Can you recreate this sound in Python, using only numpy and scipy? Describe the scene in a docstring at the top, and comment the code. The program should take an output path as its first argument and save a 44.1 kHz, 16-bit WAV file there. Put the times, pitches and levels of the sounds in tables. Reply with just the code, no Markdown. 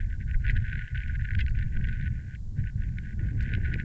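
"""Wind on microphones by a frozen lake

Gusts sweep over the ice and buffet a camera's microphones. Eddies push on the port as a heavy rumble:
coloured noises under level curves, with cosines that swell and fade for single thumps, deep or higher.
Tearing air sputters and pops: noise in uneven spurts, kept above a steep crossover to a second microphone.
Two brief hoarse whistles are wavering sines. A soft knock and a few ticks of blown ice grains
are noise under short envelopes, over a faint steady hiss of noise."""
import sys
import numpy as np
from scipy import signal
from scipy.fft import rfft, irfft
from scipy.io import wavfile
from scipy.ndimage import uniform_filter1d

SR = 44100
rng = np.random.default_rng(int(sys.argv[2]) if len(sys.argv) > 2 else 0)


def pcm_store(signal):
    """Save signal as 16-bit PCM."""
    levels = np.round(np.clip(np.atleast_2d(signal), -1, 1) * 32767)
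    wavfile.write(sys.argv[1], SR, levels.astype(np.int16).T)


N = 169344
TIME = np.arange(N) / SR  # seconds

# Gust levels before the trims below, from the deepest layer to the highest: time_s, level_db
# deepest rumble, the push of the large eddies
PUSH_LEVEL = [(0.0, -25.5), (0.2, -35.0), (0.37, -26.0), (0.43, -33.0), (0.5, -22.0), (0.59, -26.0),
              (0.65, -33.0), (0.86, -34.5), (0.89, -38.0), (0.95, -31.5), (1.34, -29.5), (1.38, -25.5),
              (1.65, -27.0), (1.68, -33.0), (1.78, -25.0), (2.04, -33.0), (2.12, -30.5), (2.32, -44.5),
              (2.43, -30.5), (2.57, -40.5), (2.6, -30.5), (2.76, -37.5), (2.81, -26.5), (2.92, -35.0),
              (3.05, -34.5), (3.08, -39.0), (3.22, -28.5), (3.35, -33.0), (3.43, -27.0), (3.46, -33.5),
              (3.69, -28.5), (3.83, -38.0)]
# buffeting around 100 Hz
BUFFET_LEVEL = [(0.0, -35.0), (0.06, -40.0), (0.62, -29.5), (0.66, -37.5), (0.75, -32.0), (0.89, -45.5),
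                (0.93, -30.5), (1.03, -42.5), (1.19, -29.5), (1.27, -35.0), (1.35, -25.0), (1.46, -38.5),
                (1.6, -29.0), (1.75, -37.0), (1.88, -31.0), (1.92, -36.5), (2.06, -31.5), (2.21, -41.0),
                (2.27, -38.0), (2.39, -41.5), (2.55, -38.5), (2.59, -26.0), (2.73, -44.0), (2.76, -29.5),
                (2.83, -38.0), (2.9, -33.0), (3.06, -41.0), (3.18, -38.0), (3.23, -30.0), (3.29, -35.5),
                (3.37, -29.0), (3.51, -38.0), (3.54, -30.5), (3.83, -35.0)]
# flapping around 200 Hz
FLAP_LEVEL = [(0.0, -48.0), (0.15, -54.5), (0.22, -45.5), (0.38, -56.5), (0.58, -43.0), (0.68, -51.0),
              (0.74, -46.0), (0.85, -57.5), (1.03, -60.5), (1.07, -46.5), (1.23, -58.0), (1.39, -43.5),
              (1.48, -51.5), (1.67, -44.5), (1.72, -49.5), (1.8, -40.0), (1.92, -45.5), (2.12, -43.5),
              (2.32, -57.0), (2.44, -51.5), (2.51, -55.0), (2.6, -40.0), (2.72, -56.5), (2.78, -45.0),
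              (3.16, -47.0), (3.22, -44.0), (3.49, -44.0), (3.55, -37.5), (3.64, -44.0), (3.83, -42.0)]
# roar of the small eddies
ROAR_LEVEL = [(0.0, -67.0), (0.23, -64.0), (0.41, -66.5), (0.49, -56.5), (0.68, -65.5), (0.77, -58.0),
              (0.81, -68.5), (1.02, -69.5), (1.13, -64.5), (1.25, -69.5), (1.41, -58.5), (1.46, -67.0),
              (1.55, -63.0), (1.68, -64.5), (1.75, -56.5), (1.96, -63.5), (2.09, -62.0), (2.4, -69.0),
              (2.59, -59.0), (2.74, -70.0), (2.83, -61.5), (3.08, -65.5), (3.16, -62.5), (3.22, -49.0),
              (3.29, -61.0), (3.34, -51.0), (3.43, -59.0), (3.5, -54.0), (3.58, -48.0), (3.63, -55.0),
              (3.76, -48.5), (3.83, -62.5)]
# sputter of the tearing air
SPUTTER_LEVEL = [(0.0, -57), (0.018, -53), (0.084, -64), (0.103, -50), (0.15, -54), (0.18, -78),
                 (0.208, -50), (0.228, -51), (0.258, -71), (0.288, -48), (0.325, -57), (0.355, -48),
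                 (0.377, -73), (0.449, -45), (0.503, -39), (0.539, -55), (0.563, -41), (0.6, -53),
                 (0.682, -43), (0.79, -42), (0.85, -49), (0.94, -54), (0.952, -42), (1.137, -51),
                 (1.161, -44), (1.179, -67), (1.209, -41), (1.227, -54), (1.251, -42), (1.275, -52),
                 (1.38, -53), (1.41, -41), (1.449, -66), (1.485, -49), (1.533, -63), (1.556, -50),
                 (1.622, -47), (1.658, -59), (1.682, -53), (1.712, -66), (1.73, -49), (1.784, -54),
                 (1.874, -45), (1.993, -50), (2.077, -47), (2.095, -60), (2.197, -55), (2.239, -61),
                 (2.353, -51), (2.395, -84), (2.545, -82), (2.57, -60), (2.598, -53), (2.628, -63),
                 (2.676, -50), (2.698, -54), (2.708, -68), (2.73, -74), (2.82, -54), (2.939, -65),
                 (2.987, -56), (3.01, -62), (3.05, -51), (3.131, -54), (3.145, -66), (3.175, -70),
                 (3.191, -56), (3.31, -50), (3.325, -62), (3.36, -63), (3.406, -47), (3.55, -43),
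                 (3.598, -55), (3.658, -40), (3.712, -49), (3.741, -40), (3.765, -54), (3.795, -40),
                 (3.837, -53)]
# Trims added to the tabulated levels, dB
PUSH_TRIM_DB, BUFFET_TRIM_DB, FLAP_TRIM_DB, ROAR_TRIM_DB = 0.5, 0.52, 0.9, 0.55
SPUTTER_TRIM_DB, POP_TRIM_DB = 0.45, -2

# Relative spectra of the noises, each scaled to rms 1 after filtering: frequency_hz, relative_db
PUSH_SPECTRUM = [(5, -19.5), (15, 0.5), (28, 3.5), (40, -5.5), (55, 4), (72, -2), (95, -15), (150, -36),
                 (300, -99.5)]
BUFFET_SPECTRUM = [(50, -21.5), (80, 1.5), (100, 3.5), (120, 1.5), (145, -5), (170, -14), (220, -44.5),
                   (400, -87.5)]
FLAP_SPECTRUM = [(120, -21), (170, 3), (205, 1), (240, -8.5), (280, -17.5), (360, -29), (700, -82)]
ROAR_SPECTRUM = [(180, -13.5), (280, 0.5), (340, -4), (420, -9.5), (520, -14), (700, -23), (1000, -31),
                 (1400, -33.5), (2500, -74)]
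SPUTTER_SPECTRUM = [(1500, 5.5), (1900, -1), (2400, -9.5), (3000, -16.5), (4000, -29), (5000, -43),
                    (7000, -62.5), (10000, -91.5)]
HISS_SPECTRUM = [(100, 5), (700, 10), (1300, 3), (2500, -2.5), (4000, 4), (6000, 3.5), (7300, 5.5),
                 (7800, -0.5), (8500, -13.5), (9200, -18), (10500, -19.5), (13000, -32.5)]
KNOCK_SPECTRUM = [(500, -27), (880, 9), (1150, 0), (1500, -33)]
TICK_SPECTRUM = [(1500, 6), (3500, 3), (4500, 14.5), (5500, 1), (7500, 3.5), (9000, -27), (13000, -40.5)]

# Brief dropouts of the rumble: centre_s, depth_db, half_length_s
RUMBLE_LULLS = [(.893, 15, .02), (1.03, 13, .008), (1.275, 9, .01), (2.395, 7, .012)]
# Depth of the sputter's spurts, as the flow grows smoother halfway: time_s, depth_db
SPURT_DEPTH = [(1.7, 5), (2.2, 3.5)]
# Single eddies bursting on the port: centre_s, level_db (before trim), width_s, tilt_db_per_octave
POP_EVENTS = [(0.0103, -46, 0.015, 3), (.142, -46.5, 0.0021, -15), (0.297, -43, 0.0029, -11),
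              (.313, -36, 0.00077, -7), (0.345, -38, 0.0032, -5), (0.4527, -32.5, 0.0047, -6),
              (0.467, -26, 0.0003, 9), (0.4815, -34, 0.00069, 4), (0.4888, -33.5, 0.0011, 8.5),
              (0.4985, -36, 0.0027, 6), (0.568, -29.5, 0.0013, 3.5), (0.5773, -35, 0.0015, 3),
              (.655, -38.5, 0.0024, -10), (0.682, -36, 0.0022, -3), (0.7319, -25.5, 0.001, -2.5),
              (0.8137, -32.5, 0.0013, -4.5), (0.8798, -29, 0.00027, -6), (0.957, -38, 0.0051, 4.5),
              (0.991, -40, 0.0032, -8), (1.024, -44.5, 0.0015, 11), (1.08, -50, 0.0021, 17),
              (1.098, -32, 0.0013, -16), (1.1543, -37.5, 0.0045, -8), (1.196, -39, 0.0017, -13),
              (1.253, -33, 0.0019, 0), (1.289, -33.5, 0.0017, -15), (1.3078, -26, 0.00067, 0),
              (1.3162, -32.5, 0.00052, -1), (1.335, -35, 0.00093, 3), (1.352, -29, 0.0012, 3),
              (1.3928, -31.5, 0.0052, 9), (1.408, -37.5, 0.0042, 15), (1.465, -31.5, 0.00036, 5),
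              (1.483, -31, 0.00085, 7), (1.59, -37, 0.0019, 9), (1.6279, -36, 0.0025, 4.5),
              (1.7712, -36, 0.0024, 2), (1.844, -38, 0.0024, 2.5), (1.873, -38.5, 0.0013, 11),
              (1.888, -39, 0.0021, 10), (1.929, -34.5, 0.00089, 4), (2.013, -40, 0.0025, 8.5),
              (2.027, -37.5, 0.00065, 5), (2.06, -35, .001, 0), (2.066, -37, 0.00051, 8),
              (2.073, -39, 0.00043, 1), (2.079, -33, 0.00055, -6), (2.641, -40.5, .001, -1.5),
              (2.673, -40, 0.0012, -5), (2.698, -43, .001, -9), (2.8207, -40, 0.0011, -2),
              (2.8366, -40.5, 0.0011, 2.5), (2.9861, -34, 0.0015, 7.5), (3.1945, -42.5, 0.0013, -2.5),
              (3.408, -30, 0.00068, 4), (3.5381, -27.5, 0.0012, 8), (3.551, -34, 0.0013, 12),
              (3.6593, -43.5, 0.004, 8.5), (3.7229, -32, 0.0013, -27), (3.7418, -27, 0.001, 12.5),
              (3.8, -27.5, 0.00088, 5.5)]
# Single thumps on the microphone, deep or higher-pitched: centre_s, peak_level_db, pitch_hz
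THUMP_EVENTS = [(.365, -21, 30.6), (0.591, -17.5, 70), (2.084, -26.5, 58.8), (2.115, -29, 108),
                (3.217, -40.5, 304), (3.235, -20, 88), (3.345, -41, 278), (3.526, -48.5, 430),
                (3.55, -22.5, 92), (3.584, -45.5, 370), (3.735, -41, 316)]
# Brief hoarse whistles beside moderate pops: start_s, level_db, decay_s, pitch_ratio, loss_db_per_higher_mode
WHISTLE_EVENTS = [(0.497, -26.5, 0.0037, .92, 8), (1.41, -36, 0.0069, 0.94, 1)]
# Resonances of the port, before each whistle's pitch ratio and losses: frequency_hz, relative_db
PORT_RESONANCES = [(2180, 6.5), (2780, 5), (3450, 0.5), (4180, -12), (4820, -25.5)]
# Ice grains on the case: start_s, level_db
TICK_EVENTS = [(.504, -55.5), (1.495, -60), (3.41, -58), (3.425, -54.5)]

CROSSOVER_HZ, CROSSOVER_SOFTNESS_HZ = 1446.4, 5.4  # a second microphone takes over above this
BRIGHT_DB, BRIGHT_GROWTH = -10, 0.5  # share of bright spurts at the median gust; its growth, dB per dB
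CRACKLE_DB = 4.8  # rms swing of the fast crackle
PUFF_HZ, PUFF_SWING, PUFF_WIDTH_HZ, PUFF_DB = 1860, 0.15, 220, -4  # swing: rms share of the centre
KNOCK_S, KNOCK_DB, KNOCK_WIDTH_S = 0.364, -58.5, 0.007
THUMP_CYCLES, THUMP_SPREAD_S = 0.36, 0.006  # half length: a share of a cycle plus the eddy's passing time
WHISTLE_RISE_S, WHISTLE_SAG_PER_S, WHISTLE_JITTER = 0.0011, 0.28, 0.03  # jitter: rms share of the pitch
TICK_DECAY_S = 0.0081
HISS_DB = -71.5
FADE_S, BAND_LIMIT_HZ = 0.003, 13500


def amp(db):
    """Logarithmic level: decibels converted to an amplitude gain."""
    return 10 ** (np.asarray(db) / 20)


def unit(x):
    """Power normalization: scales a signal to rms 1."""
    return x / np.sqrt(np.mean(x ** 2) + 1e-20)


def level(curve):
    """Amplitude envelope: gain interpolated in decibels between the points of a level curve."""
    return amp(np.interp(TIME, *np.transpose(curve)))


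def colour(x, points, tilt_db=0):
    """Spectral shaping by a curve, tilted in dB per octave from its first point to its last."""
    octave = np.log2(np.fft.rfftfreq(len(x), 1 / SR) + 1)
    hz, db = np.transpose(points)
    first, last = np.log2(hz[0]), np.log2(hz[-1])
    octaves_above = np.clip(octave, first, last) - first
    response_db = np.interp(octave, np.log2(hz), db) + tilt_db * octaves_above
    return irfft(rfft(x) * amp(response_db), len(x))


def noise(points):
    """Filtered white noise: a random signal with the given spectrum and rms 1."""
    return unit(colour(rng.standard_normal(N), points))


def wander(low_hz, high_hz):
    """Band-limited fluctuation: random, of rms 1, mostly between two rates."""
    f = np.fft.rfftfreq(N, 1 / SR)
    high_pass = f / np.hypot(f, low_hz)
    low_pass = 1 / np.hypot(1, (f / high_hz) ** 2)
    return unit(irfft(rfft(rng.standard_normal(N)) * high_pass * low_pass, N))


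def steadied(x, span_s):
    """Running power normalization: evens out slow chance swells so that the level curve sets the gusts."""
    size = max(int(span_s * SR), 2)
    power = uniform_filter1d(uniform_filter1d(x ** 2, size), size)
    return x / np.sqrt(abs(power) + 1e-12)


def crossover(x):
    """High-pass filtering: steep edge where a second microphone takes over sputter, pops and whistles."""
    f = np.fft.rfftfreq(len(x), 1 / SR)
    return irfft(rfft(x) * 0.5 * (1 + np.tanh((f - CROSSOVER_HZ) / CROSSOVER_SOFTNESS_HZ)), len(x))


def rumble():
    """Turbulent pressure: eddies of four sizes press on the microphone, the smaller three in shared lumps."""
    lumps = wander(low_hz=2.1, high_hz=35.4)
    lull = amp(-sum(db * np.exp(-((TIME - s) / half_s) ** 2) for s, db, half_s in RUMBLE_LULLS))
    push = steadied(noise(PUSH_SPECTRUM), span_s=0.069)
    push *= amp(PUSH_TRIM_DB) * level(PUSH_LEVEL)
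    buffet = steadied(noise(BUFFET_SPECTRUM) * amp(1.0 * lumps), span_s=0.07)
    buffet *= amp(BUFFET_TRIM_DB) * level(BUFFET_LEVEL)
    flap = steadied(noise(FLAP_SPECTRUM) * amp(3 * lumps), span_s=0.09)
    flap *= amp(FLAP_TRIM_DB) * level(FLAP_LEVEL)
    # the shorter span leaves the roar's swells more even
    roar = steadied(noise(ROAR_SPECTRUM) * amp(2.5 * lumps), span_s=0.037)
    roar *= amp(ROAR_TRIM_DB) * level(ROAR_LEVEL)
    return lull * (push + buffet + flap) + roar + thumps()


def sputter():
    """Flow separation: air tears off in crackling spurts, brighter when spurt or gust is strong."""
    spurts = 2.2 * np.tanh(wander(low_hz=25, high_hz=110) / 2.2)
    depth_db = np.interp(TIME, *np.transpose(SPURT_DEPTH))
    crackle = amp(CRACKLE_DB * wander(low_hz=119, high_hz=510))
    air = rng.standard_normal(N) * crackle
    gust = level(SPUTTER_LEVEL)
    dull = tearing(air, tilt_db=-2.0) * unit(amp(depth_db * spurts))
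    # the bright part swings deeper, so it stands out in the strong spurts
    bright = tearing(air, tilt_db=4) * unit(amp(1.35 * depth_db * spurts))
    bright_share = amp(BRIGHT_DB) * (gust / np.median(gust)) ** BRIGHT_GROWTH
    flow = steadied(dull + puffs() + bright_share * bright, span_s=0.035)
    return amp(SPUTTER_TRIM_DB) * gust * flow


def tearing(air, tilt_db):
    """Broadband flow noise: tearing air coloured by its spectrum above the crossover, at rms 1."""
    return unit(crossover(colour(air, SPUTTER_SPECTRUM, tilt_db)))


def puffs():
    """Narrow-band modulation: hollow puffs of noise around a wandering centre frequency."""
    hz = PUFF_HZ * np.exp(PUFF_SWING * wander(low_hz=10.18, high_hz=51.36))
    carrier = np.cos(2 * np.pi * np.cumsum(hz) / SR)
    body = wander(low_hz=1, high_hz=PUFF_WIDTH_HZ) * carrier
    return amp(PUFF_DB) * unit(body * amp(8.6 * wander(low_hz=10, high_hz=67.5)))


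def hiss():
    """Stationary noise: a faint hiss of constant level."""
    return amp(HISS_DB) * noise(HISS_SPECTRUM)


def pops():
    """Transient turbulence: each bursting eddy is a short swell of the same tearing noise."""
    out = np.zeros(N)
    size = 4096  # samples
    for s, db, width_s, tilt_db in POP_EVENTS:
        at = int(s * SR) + np.arange(size) - size // 2
        swell = np.exp(-abs(at / SR - s) / width_s)
        burst = tearing(rng.standard_normal(size) * swell, tilt_db) * np.hanning(size)
        # tearing() levels the whole burst; this restores the power of its swell
        burst *= amp(db + POP_TRIM_DB) * np.sqrt(2 * np.mean(swell ** 2))
        inside = (at >= 0) & (at < N)
        out[at[inside]] += burst[inside]
    return out


def knock():
    """Soft impact: one faint knock of noise that swells and decays exponentially."""
    return amp(KNOCK_DB) * np.exp(-abs(TIME - KNOCK_S) / KNOCK_WIDTH_S) * noise(KNOCK_SPECTRUM)


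def thumps():
    """Forced displacement: each thump is a cosine that swells and fades under a symmetric Gaussian."""
    phases = rng.uniform(0, 2 * np.pi, len(THUMP_EVENTS))
    out = np.zeros(N)
    for (s, db, hz), phase in zip(THUMP_EVENTS, phases):
        t = TIME - s
        half_s = THUMP_SPREAD_S + THUMP_CYCLES / hz
        out += amp(db) * np.exp(-(t / half_s) ** 2) * np.cos(2 * np.pi * hz * t + phase)
    return out


def whistles():
    """Cavity resonance: the port rings in two brief hoarse whistles, sagging as the flow slackens."""
    out = np.zeros(N)
    rates_hz = [hz * (1 + WHISTLE_JITTER * wander(low_hz=30, high_hz=400)) for hz, _ in PORT_RESONANCES]
    for s, db, decay_s, ratio, loss_db in WHISTLE_EVENTS:
        t = np.clip(TIME - s, 0, 0.2)
        pitch = ratio * (1 - WHISTLE_SAG_PER_S * t)
        ring = np.zeros(N)
        for k, (_, mode_db) in enumerate(PORT_RESONANCES):
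            phase = 2 * np.pi * np.cumsum(rates_hz[k] * pitch) / SR
            ring += amp(mode_db - k * loss_db) * np.sin(phase)
        out += amp(db) * np.minimum(t / WHISTLE_RISE_S, 1) * np.exp(-t / decay_s) * ring
    return out


def ticks():
    """Damped impact: ice grains strike the case and die away exponentially within milliseconds."""
    strikes = sum(amp(db) * (TIME > s) * np.exp(-abs(TIME - s) / TICK_DECAY_S) for s, db in TICK_EVENTS)
    return strikes * noise(TICK_SPECTRUM)


def scene():
    """Superposition: wind on the microphones, ticks and a knock add to a steady faint hiss."""
    wind = rumble() + crossover(sputter() + pops() + whistles())
    return (wind + ticks() + knock() + hiss())[None]


def record(dry):
    """Band limitation: a low-pass filter follows brief fades at both ends."""
    to_nearest_end = np.minimum(TIME, TIME[::-1])
    fade = np.sin(np.pi / 2 * np.clip(to_nearest_end / FADE_S, 0, 1)) ** 2
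    low_pass = signal.firwin(511, BAND_LIMIT_HZ, window=("kaiser", 9), fs=SR)
    return signal.oaconvolve(dry * fade, low_pass[None], "same")


dry = scene()
out = record(dry)
pcm_store(out)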